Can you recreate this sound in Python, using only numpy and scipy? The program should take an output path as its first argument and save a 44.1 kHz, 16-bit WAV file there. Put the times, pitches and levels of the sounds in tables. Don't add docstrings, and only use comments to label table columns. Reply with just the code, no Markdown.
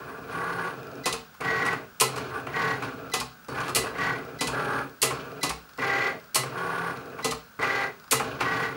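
import sys
import numpy as np
from scipy import signal
from scipy.fft import rfft, irfft, next_fast_len
from scipy.io import wavfile
from scipy.ndimage import map_coordinates

SR = 44100
rng = np.random.default_rng(int(sys.argv[2]) if len(sys.argv) > 2 else 0)


def bounce(signal):
    frames = np.transpose(np.atleast_2d(signal))
    limited = np.clip(frames, -1, 1)
    pcm = np.round(limited * 32767).astype(np.int16)
    wavfile.write(sys.argv[1], SR, pcm)


def makeup_ratio(level_db):
    decades = np.asarray(level_db, float) / 20
    return 10 ** decades


N = 386316


def unit(x):
    return x / np.sqrt(np.mean(x ** 2) + 1e-20)


def along(points, hz):
    f, value = np.transpose(points)
    return np.interp(np.log(hz + 1), np.log(f + 1), value)


def wobble(rate):
    knots = rng.standard_normal(int(N * rate / SR) + 4)
    return map_coordinates(knots, [np.arange(N) * rate / SR])


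def gate(start, end, rise, fall):
    return np.interp(np.arange(N) / SR, [start, start + rise, end, end + fall], [0, 1, 1, 0])


def filtered(x, response):
    m = next_fast_len(len(x) + SR // 2)
    hz = np.fft.rfftfreq(m, 1 / SR)
    gain = np.interp(hz, hz[::8], response(hz[::8]))
    gain = gain / np.sqrt(np.mean(abs(gain) ** 2))
    return irfft(rfft(x, m) * gain, m)[:len(x)]


def body(modes, low_hz, high_hz, order=3):
    edges = signal.butter(order, [low_hz, high_hz], "band", output="sos", fs=SR)

    def response(f):
        ring = 0
        for k, (centre, width, db) in enumerate(modes):
            damping = 1j * f * width
            ring = ring + (-1) ** k * makeup_ratio(db) * damping / (centre * centre - f * f + damping)
        return ring * signal.sosfreqz(edges, f, fs=SR)[1]

    return response


def coloured(points):
    return lambda f: makeup_ratio(along(points, f))


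# [start t/s, end t/s, roller gears level/dB]
CREEPS = [(-.01, 1.03, -47.5), (1.404, 1.74, -41), (2.1, 3.11, -46), (3.485, 3.735, -43), (3.86, 4.38, -47),
          (4.5, 4.83, -37), (5.13, 5.403, -47), (5.785, 6.1, -46), (6.46, 7.218, -47.5), (7.592, 7.85, -38),
          (8.23, 8.76, -46)]
# [from t/s, to t/s, roller gears level/dB, carriage gears level/dB, braking dB/s]
STROKES = [
    (.34, .68, -32.5, -45, 165),
    (1.45, 1.724, -31, -31, 190),
    (2.57, 2.712, -29, -31, 145),
    (3.565, 3.674, -31.5, -45.5, 230),
    (4.01, 4.088, -29, -29, 120),
    (4.54, 4.8, -30.5, -44, 220),
    (5.83, 6.078, -29, -27.5, 220),
    (6.575, 6.89, -31.5, -44.5, 120),
    (7.635, 7.838, -28, -29, 290),
    (8.445, 8.65, -29.5, -32, 150),
]
# [t/s, roller gears level/dB, extra bearing hiss/dB, rising dB/s, dying dB/s]
NUDGES = [(.02, -42, 2, 400, 150), (.085, -38.5, -5, 400, 70), (2.19, -38, 8, 100, 75),
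          (2.364, -32, -1, 150, 220), (2.826, -31.5, 4, 2000, 130), (3.5, -38, 0, 600, 30),
          (3.86, -31, 0, 400, 200), (5.135, -40, 5, 400, 50), (6.46, -38, 0, 400, 110),
          (7.205, -39.5, 3, 250, 100), (8.23, -35.5, 6, 400, 60), (8.408, -27, 11, 3000, 450)]


def drive_levels():
    t = np.arange(N) / SR
    start_s, stop_s = .006, .03
    spin_up_db_per_s, carriage_steeper = 210, 1.3
    knee_db = -48

    def below(start, end, rise, fall):
        return -rise * np.maximum(start - t, 0) - fall * np.maximum(t - end, 0)

    def unpowered_db(start, end):
        return -50 * (1 - gate(start - start_s, end, start_s, stop_s))

    creep = np.max([db + unpowered_db(start, end) for start, end, db in CREEPS], axis=0)
    ready = np.max([unpowered_db(start, end + .25) for start, end, _ in CREEPS if end - start > .1], axis=0)
    ramps = [below(start, end, spin_up_db_per_s, braking) for start, end, _, _, braking in STROKES]
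    roller = ready + np.max([row[2] + ramp for row, ramp in zip(STROKES, ramps)], axis=0)
    carriage = ready + np.max([row[3] + carriage_steeper * ramp for row, ramp in zip(STROKES, ramps)], axis=0)

    kicks = np.array([db + below(s, s, rising, dying) for s, db, _, rising, dying in NUDGES])
    kicks = kicks + np.minimum(creep - knee_db, 0)
    nudge = kicks.max(0)
    fizz = np.max([kick + row[2] for row, kick in zip(NUDGES, kicks)], axis=0)

    gears = 10 * np.log10(makeup_ratio(roller) ** 2 + makeup_ratio(carriage) ** 2 + makeup_ratio(creep) ** 2)
    over = gears - knee_db
    gear_rumble = -42.5 + np.where(over > 0, .38, 1.3) * over
    nudge_rumble = np.minimum(np.maximum(nudge, fizz), -33) - 2.5
    rumble = np.maximum(gear_rumble, nudge_rumble)
    all_roller = np.max([roller, creep - 4, nudge], axis=0)
    all_carriage = np.max([carriage, creep - 19, nudge - 15], axis=0)
    hiss = np.maximum(gears, fizz) - 12.5
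    guide = creep - 2.5
    return rumble, all_roller, all_carriage, hiss, guide


# [start t/s, end t/s, shaft f/Hz, tone level/dB]
FEED = [
    (.34, .72, 34.1, 0),
    (6.57, 6.94, 34.1, 0),
]
SLANT = [
    (1.44, 1.76, 34.3, 0),
    (2.54, 2.76, 34.1, 0),
    (3.99, 4.15, 34.2, -1),
    (8.45, 8.7, 34.3, -2),
]
BACK = [
    (5.835, 6.13, 36.15, 0),
    (7.63, 7.89, 36.3, -2),
]
PULL = [
    (4.53, 4.85, 37.3, 0),
]


def shaft_turns(roller_db):
    shaft_hz = 33
    speed = shaft_hz * makeup_ratio(np.clip(.35 * (roller_db + 33), -9, 0)) * (1 + .06 * wobble(5))
    for start, end, hz, _ in [*FEED, *SLANT, *BACK, *PULL]:
        speed += (hz - speed) * gate(start - .04, end, .04, .04)
    return np.cumsum(speed * (1 + .002 * wobble(14))) / SR


# [f/Hz, width f/Hz, level/dB]
BASE = [(62, 17, -12), (94.3, 18, -5.5), (130, 22, -1.5), (171.3, 25, -4), (240, 30, -3), (285, 30, -2)]
HOUSING = [(365, 55, -3), (452, 65, 1), (560, 70, -5), (650, 80, -5)]
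ROLLERS = [(907, 72, -8), (1101, 64, -1), (1174, 35, 0.5), (1440, 110, -2), (1675, 204, -8)]
CARRIAGE = [(1951, 80, 1), (2040, 80, 1.1), (2140, 150, -7), (2420, 46, -14)]
# [f/Hz, width f/Hz, level/dB]
RAILS = [(3850, 76, 0), (4160, 73, 1.7), (4480, 210, 0.5), (5500, 280, -7.5), (6420, 320, -7.5),
         (7200, 120, -5.5)]
SLEEVE = [(8600, 1000, 0), (9600, 1200, 1), (12100, 1200, -7)]
BELT = [(2470, 97, 0.1)]
# [f/Hz, level/dB per Hz]
BEARINGS = [(1350, -42), (2300, -1), (2570, -3.5), (3210, -7.5), (3500, -10), (4340, -12.5), (5860, -17.5),
            (6920, -24.5), (7860, -27.5), (10200, -45), (12500, -33), (15300, -28)]


def gear_noise(turns, rumble_db, roller_db, carriage_db, hiss_db, guide_db):
    teeth = 11

    def during(strokes, lead):
        return sum(gate(start - lead, end, .03, .05) for start, end, *_ in strokes)

    base_db = rumble_db - 4.8 - 5 * during(BACK, .03) - 4 * during(FEED, .03)
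    hiss_db = hiss_db - 2.5 * during(FEED + PULL, .03)
    sleeve_db = roller_db - 24.5 - .35 * np.maximum(carriage_db + 45, 0)
    panel_db = rumble_db - 7.5 + np.minimum(.4 * (roller_db + 35), 0)
    roller_db = roller_db - 2 * during(BACK, 0)
    panel, mat_guide = [(784, 70, 0)], [(1365, 120, 0)]
    # level/dB, response, grit/dB, swing per turn/dB, tenths of the power that recur each turn
    parts = [(base_db, body(BASE, 51, 400), 1.1, 1.1, 0),
             (rumble_db - 2.3, body(HOUSING, 280, 910), 1.1, 1.1, 4),
             (roller_db, body(ROLLERS, 835, 1860, order=5), 1.2, 1.1, 5.01),
             (carriage_db - 1.5, body(CARRIAGE, 1640, 2500), 3.2, 2.1, 4),
             (hiss_db, coloured(BEARINGS), 1.8, 2.4, 1),
             (hiss_db - 10.5, body(RAILS, 2900, 7600), 2.5, 3.1, 1),
             (sleeve_db, body(SLEEVE, 7400, 13000), 1.5, 1.1, 1),
             (rumble_db - 18, body(BELT, 2170, 3350), 1.5, 1.1, 1),
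             (panel_db, body(panel, 550, 1000), 1.1, 1.1, 2),
             (guide_db, body(mat_guide, 1100, 1700), 1.2, 1.1, 2)]
    total = 0
    for level_db, part, grit_db, swing_db, repeat in parts:
        one_turn = unit(irfft(np.exp(2j * np.pi * rng.uniform(size=651))))
        wear = one_turn[(turns % 1 * 1300).astype(int)]
        source = np.sqrt(repeat / 10) * wear + np.sqrt(1 - repeat / 10) * rng.standard_normal(N)
        mesh_db = 2.1 * np.cos(2 * np.pi * teeth * turns)
        turn_db = swing_db * np.cos(2 * np.pi * turns)
        beat = makeup_ratio(mesh_db + turn_db + grit_db * wobble(70))
        total = total + makeup_ratio(level_db - 0.6) * unit(filtered(beat * source, part))
    return total


# [multiple of shaft f, level/dB]
FEED_TONES = [(5, -42), (11, -49), (22, -49), (33, -36.5), (42.3, -41.5), (44, -41)]
SLANT_TONES = [(5, -43), (8.2, -52), (13, -48), (22, -42), (23.3, -46), (210, -66), (32.7, -37), (44, -37),
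               (56, -35)]
BACK_TONES = [(11, -41), (15, -44), (22, -36), (31, -43), (33, -44), (35, -44), (38, -44), (44, -36),
              (55, -38), (56, -35), (66, -48)]
PULL_TONES = [(4, -48), (11, -44), (15, -44), (16, -47), (22, -45), (25, -45), (34.2, -43), (37.1, -44),
              (43, -43), (45.2, -47)]


def gear_tones(turns):
    total = np.zeros(N)
    kinds = [(FEED, FEED_TONES), (SLANT, SLANT_TONES), (BACK, BACK_TONES), (PULL, PULL_TONES)]
    for strokes, tones in kinds:
        on = sum(makeup_ratio(db) * gate(start - .01, end - .035, 0.02, 0.06) for start, end, _, db in strokes)
        span = on > 0
        for multiple, tone_db in tones:
            flutter = makeup_ratio(tone_db + 2.5 + 1.7 * wobble(30)[span])
            total[span] += on[span] * flutter * np.sin(2 * np.pi * (multiple * turns[span] + rng.uniform()))
    return total


# [t/s, crack peak level/dB, rebound level/dB, upper table mode level/dB, lower level/dB]
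DROPS = [
    (1.9996, -12, -37, -34, -60),
    (3.7484, -13, -29, -35.5, -39),
    (5.0175, -12.5, -26.5, -38, -60),
    (6.3457, -13.5, -32, -34, -60),
    (8.1105, -11.5, -25, -35, -60),
]
# [t/s, crack peak level/dB, flight to its stop/s, upper table mode level/dB, lower level/dB]
LIFTS = [
    (1.0559, -14.5, .0689, -55, -46),
    (3.1358, -15.5, .0632, -38, -46),
    (4.4075, -16, .0627, -33.5, -42.5),
    (5.4298, -15.5, .0624, -55, -39.5),
    (7.244, -16, .0646, -55, -46),
]
# [t/s, crack peak level/dB, knock above it/dB, thud above it/dB]
JOLTS = [(1.406, -31, 3, -4), (1.4466, -38, 5, -6), (1.652, -32, 2, -14), (1.6613, -25.5, 1, -14),
         (1.7274, -33, 7, -2), (2.159, -29.5, -3, -7), (2.176, -29.5, 0, -12), (2.3974, -43, 6, -3),
         (2.467, -40, 12, 7), (2.822, -36, 8, -10), (3.483, -35, -2, 2), (3.6017, -34, 4, -15),
         (3.68, -30, 0, -6), (3.692, -28, -2, -8), (3.982, -38, 6, -8), (4.0684, -43.5, 5.5, -2),
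         (5.785, -42, 2, 8), (5.8182, -41.5, 7, 12), (7.1875, -46.5, 13, -4.5), (7.5914, -44, 2, 9),
         (7.6255, -31, 8, -2), (8.4075, -27, 10, 0)]
# [t/s, peak level/dB]
TICKS = [(.83, -40), (.87, -40), (.915, -40), (.955, -41), (1.343, -40), (1.3484, -45), (3.099, -40),
         (3.4461, -40.5), (3.5, -35), (4.185, -39), (4.25, -40), (4.895, -41), (5.317, -38), (5.692, -40.5),
         (5.7344, -41.5), (5.7765, -33), (6.1994, -42), (6.2422, -41), (6.972, -37), (7.058, -40),
         (7.1, -41), (7.998, -40), (8.0406, -41), (8.0785, -41)]
# [f/Hz, level/dB per Hz]
CRACK = [(1290, -35), (2200, -13.5), (2510, -5), (3490, -7.5), (4110, -4), (5160, -6.5), (7430, -9),
         (9630, -9.5), (10400, -12.5), (15300, -25)]
SNAP = [(1290, -15), (2200, -6.5), (2440, 0.5), (3790, -7), (4390, -0.5), (5460, -4.5), (8880, -1),
        (9950, -1.5), (12900, -8.5), (15300, -16)]
PLINK = [(2500, -9), (4800, 1), (7000, -10), (14000, -16)]
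SEAT_S, SEAT_DB, RETURN_DB = .0089, -.3, -3.2
COIL_DB = -34


def holder():
    drop, seat, rebound = (-21.5, -23, .062, .001), (-13.5, -22, .17, .0012), (5.5, 1, .075, .005)
    lift, back_home = (-11, -19, .145, .0022), (-9, -20, .078, .003)
    rebound_s = .085
    ticks = [(s, db, -9, -30, .015, .0005) for s, db in TICKS]
    stirs = [(s - .003, COIL_DB - 3, -20, -20, .08, .002) for s in coil_starts()]
    lifts = [(s, db, *lift) for s, db, *_ in LIFTS]
    rebounds = [(s + rebound_s, db, *rebound) for s, _, db, *_ in DROPS]
    jolts = [(*jolt, .06, .0022) for jolt in JOLTS]
    drops = [(s, db, *drop) for s, db, *_ in DROPS]
    seats = [(s + SEAT_S, db + SEAT_DB, *seat) for s, db, *_ in DROPS]
    returns = [(s + flight, db + RETURN_DB, *back_home) for s, db, flight, *_ in LIFTS]
    dull = blows([*lifts, *rebounds, *jolts], CRACK, lag=0)
    light = blows([*ticks, *stirs], PLINK, lag=0)
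    bright = blows([*drops, *seats], SNAP, lag=0.0037)
    return dull + light + rings() + squeaks() + bright + blows(returns, CRACK, lag=0.0082)


# [f/Hz, width f/Hz, level/dB]
KNOCK = [(783, 88, -3.5), (1064, 137, 0.4), (1264, 360, -4.5), (1690, 290, -9.5), (2700, 840, -5.5)]
THUD = [(62, 6.6, -6), (134, 18.5, 0.2), (237, 20, 1.5), (435, 106, 0), (623, 160, -9.5)]


def blows(contacts, crack, lag):
    t = np.arange(SR // 2) / SR
    push = np.zeros((3, N + SR))
    strike = 1 + 1.1 * makeup_ratio(-60 * t / .05)
    for s, db, knock_db, thud_db, t60, rise in contacts:
        layers = zip(push, [0, lag, lag], [-9, knock_db - 1, thud_db - 1], [1, 1.3, 1.6])
        for layer, late, above_db, slow in layers:
            decay = makeup_ratio(db + above_db - 60 * t / (slow * t60))
            onset = 1 - np.exp(-t / (slow * rise))
            layer[round((s + late) * SR):][:len(t)] += strike * decay * onset
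    parts = [coloured(crack), body(KNOCK, 600, 2180), body(THUD, 49, 850)]
    chatter = makeup_ratio(0.83 * wobble(400))
    return sum(filtered(layer[:N] * chatter * rng.standard_normal(N), part) for layer, part in zip(push, parts))


# [f/Hz, level above the crack/dB, t60/s]
SEAT_RING = [(256, -25, .2), (380, -16, .18), (442, -14.5, .24), (520, -19, .2), (640, -17, .15),
             (790, -21, .22), (1080, -15.5, .22), (1300, -16, .2), (2550, -20, .16), (2840, -18, .17),
             (4350, -24, .14), (6740, -29, .12), (8200, -27, .12)]
LIFT_RING = [(165, -18, .16), (250, -16.5, .26), (292, -19, .17), (380, -22, .17), (436, -14, .2),
             (510, -20, .24), (620, -16, .08), (750, -16, .28), (900, -17, .16), (1055, -15, .2),
             (1150, -21, .25), (2500, -22, .22)]
RETURN_RING = [(250, -22, .12), (452, -15, .19), (600, -18, .08), (760, -21, .2), (900, -21, .17),
               (1090, -13, .16), (2520, -18, .12), (4300, -25, .1)]


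def rings():
    out, t = np.zeros(N + SR), np.arange(SR // 5) / SR
    spread, rise_s = .02, .005
    seats = [(s + SEAT_S, db) for s, db, *_ in DROPS]
    lifts = [(s, db) for s, db, *_ in LIFTS]
    returns = [(s + flight + .006, db + RETURN_DB) for s, db, flight, *_ in LIFTS]
    for modes, contacts in [(SEAT_RING, seats), (LIFT_RING, lifts), (RETURN_RING, returns)]:
        hz, level_db, t60 = np.transpose(modes)[:, :, None]
        for s, db in contacts:
            detune, phase = rng.uniform(-1, 1, (2, 3, len(modes), 1))
            cluster = np.sin(2 * np.pi * hz * (1 + spread * detune) * t + np.pi * phase).sum(0)
            ring = (makeup_ratio(db + level_db - 4.5 - 60 * t / t60) * cluster).sum(0)
            out[round(s * SR):][:len(t)] += ring * (1 - np.exp(-t / rise_s))
    return out[:N]


# [t/s, length/s, level/dB, from f/Hz, to f/Hz]
SQUEAKS = [
    (3.49, .022, -46, 4400, 4600),
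    (2.14, .02, -36, 1120, 1100),
    (5.795, .004, -52, 9000, 9000),
    (5.82, .004, -48, 10000, 9500),
    (5.868, .005, -44, 10500, 9800),
    (7.644, .014, -27, 1400, 1400),
    (8.198, .013, -27, 1380, 1330),
]


def squeaks():
    out = np.zeros(N)
    for s, length, db, from_hz, to_hz in SQUEAKS:
        n = round(length * SR)
        glide = np.cumsum(np.linspace(from_hz, to_hz, n)) / SR
        out[round(s * SR):][:n] += makeup_ratio(db) * np.hanning(n) ** .5 * np.sin(2 * np.pi * glide)
    return out


def coil_starts():
    lift_lead_s = .0176
    return [s for s, *_ in DROPS] + [s - lift_lead_s for s, *_ in LIFTS]


# [f/Hz, level while driving/dB, level while holding/dB]
WHINE = [(2002, -3, -20), (4004, -8, -21), (6006, -21, -40)]


def coil():
    t = np.arange(N) / SR
    drive = sum(gate(s, s + 0.083, 0.0066, 0.0036) for s in coil_starts())
    hold = sum(gate(s + 0.115, s + .185, .01, .01) for s in coil_starts())
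    whine = 0
    for hz, drive_db, hold_db in WHINE:
        strength = makeup_ratio(drive_db + 1.5) * drive + makeup_ratio(hold_db - 5.5) * hold
        whine = whine + strength * np.sin(2 * np.pi * hz * t)
    return makeup_ratio(COIL_DB) * whine


# [f/Hz, t60/s, delay after a drop/s, delay after a lift/s]
TABLE_MODES = [(130, .36, .025, .06), (62, .34, .022, .065)]


def table():
    boom, t = np.zeros(N + SR), np.arange(SR // 2) / SR
    swell = 1 - np.exp(-t / 0.018)
    for which, contacts in enumerate([DROPS, LIFTS]):
        for s, _, _, *levels_db in contacts:
            for db, (hz, t60, *delay) in zip(levels_db, TABLE_MODES):
                mode = makeup_ratio(db + 6.5 - 60 * t / t60) * swell * np.sin(2 * np.pi * hz * t)
                boom[round((s + delay[which]) * SR):][:len(t)] += mode
    return boom[:N]


# [f/Hz, t60/s]
ROOM = [(100, 0.51), (1000, 0.26), (4000, 0.34), (14000, 0.15)]


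def room(x):
    hz, t, z = signal.stft(rng.standard_normal(SR // 2), SR, nperseg=256)
    decay = makeup_ratio(-60 * t / along(ROOM, hz)[:, None])
    tail = signal.istft(z * decay, SR, nperseg=256)[1]
    delayed = np.pad(x, (200, 0))
    return signal.fftconvolve(delayed, tail / np.linalg.norm(tail))[:N]


# [f/Hz, level/dB per Hz]
AIR = [(24, -30), (40, -5), (142, -1), (212, 3.5), (300, -6), (1050, -5.5), (1250, 2), (1510, 4.5),
       (1890, -10.5), (4300, -15), (4750, -13.5), (6570, -17), (8630, -21), (10000, -22), (12300, -22),
       (14400, -26), (15300, -18)]
# [f/Hz, level/dB]
WHISTLE = [(15628, -60), (15660, -71.5)]


def air():
    t = np.arange(N) / SR
    whistle = sum(makeup_ratio(db + 3 + .8 * wobble(12)) * np.sin(2 * np.pi * hz * t) for hz, db in WHISTLE)
    return makeup_ratio(-52) * filtered(rng.standard_normal(N), coloured(AIR)) + whistle


def scene():
    levels_db = drive_levels()
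    turns = shaft_turns(levels_db[1])
    sudden = holder()
    rattle = gear_noise(turns, *levels_db)
    tones = gear_tones(turns) + coil()
    echo = room(makeup_ratio(-6) * sudden + makeup_ratio(-7.5) * rattle + makeup_ratio(-23) * tones)
    return (sudden + rattle + tones + table() + echo + air())[None]


def low_pass(x):
    return signal.sosfilt(signal.butter(12, 16980, fs=SR, output="sos"), x)


# [f/Hz, level/dB]
MICROPHONE = [(20, -30), (45, 0), (60, 0), (15700, 0.1), (15900, -28), (17000, -48)]


def record(dry):
    limited = dry[0] / (1 + abs(dry[0] / .65) ** 4) ** (1 / 4)
    mix = 0.79 * filtered(limited, coloured(MICROPHONE))[None]
    return low_pass(mix)


dry = scene()
out = record(dry)
bounce(out)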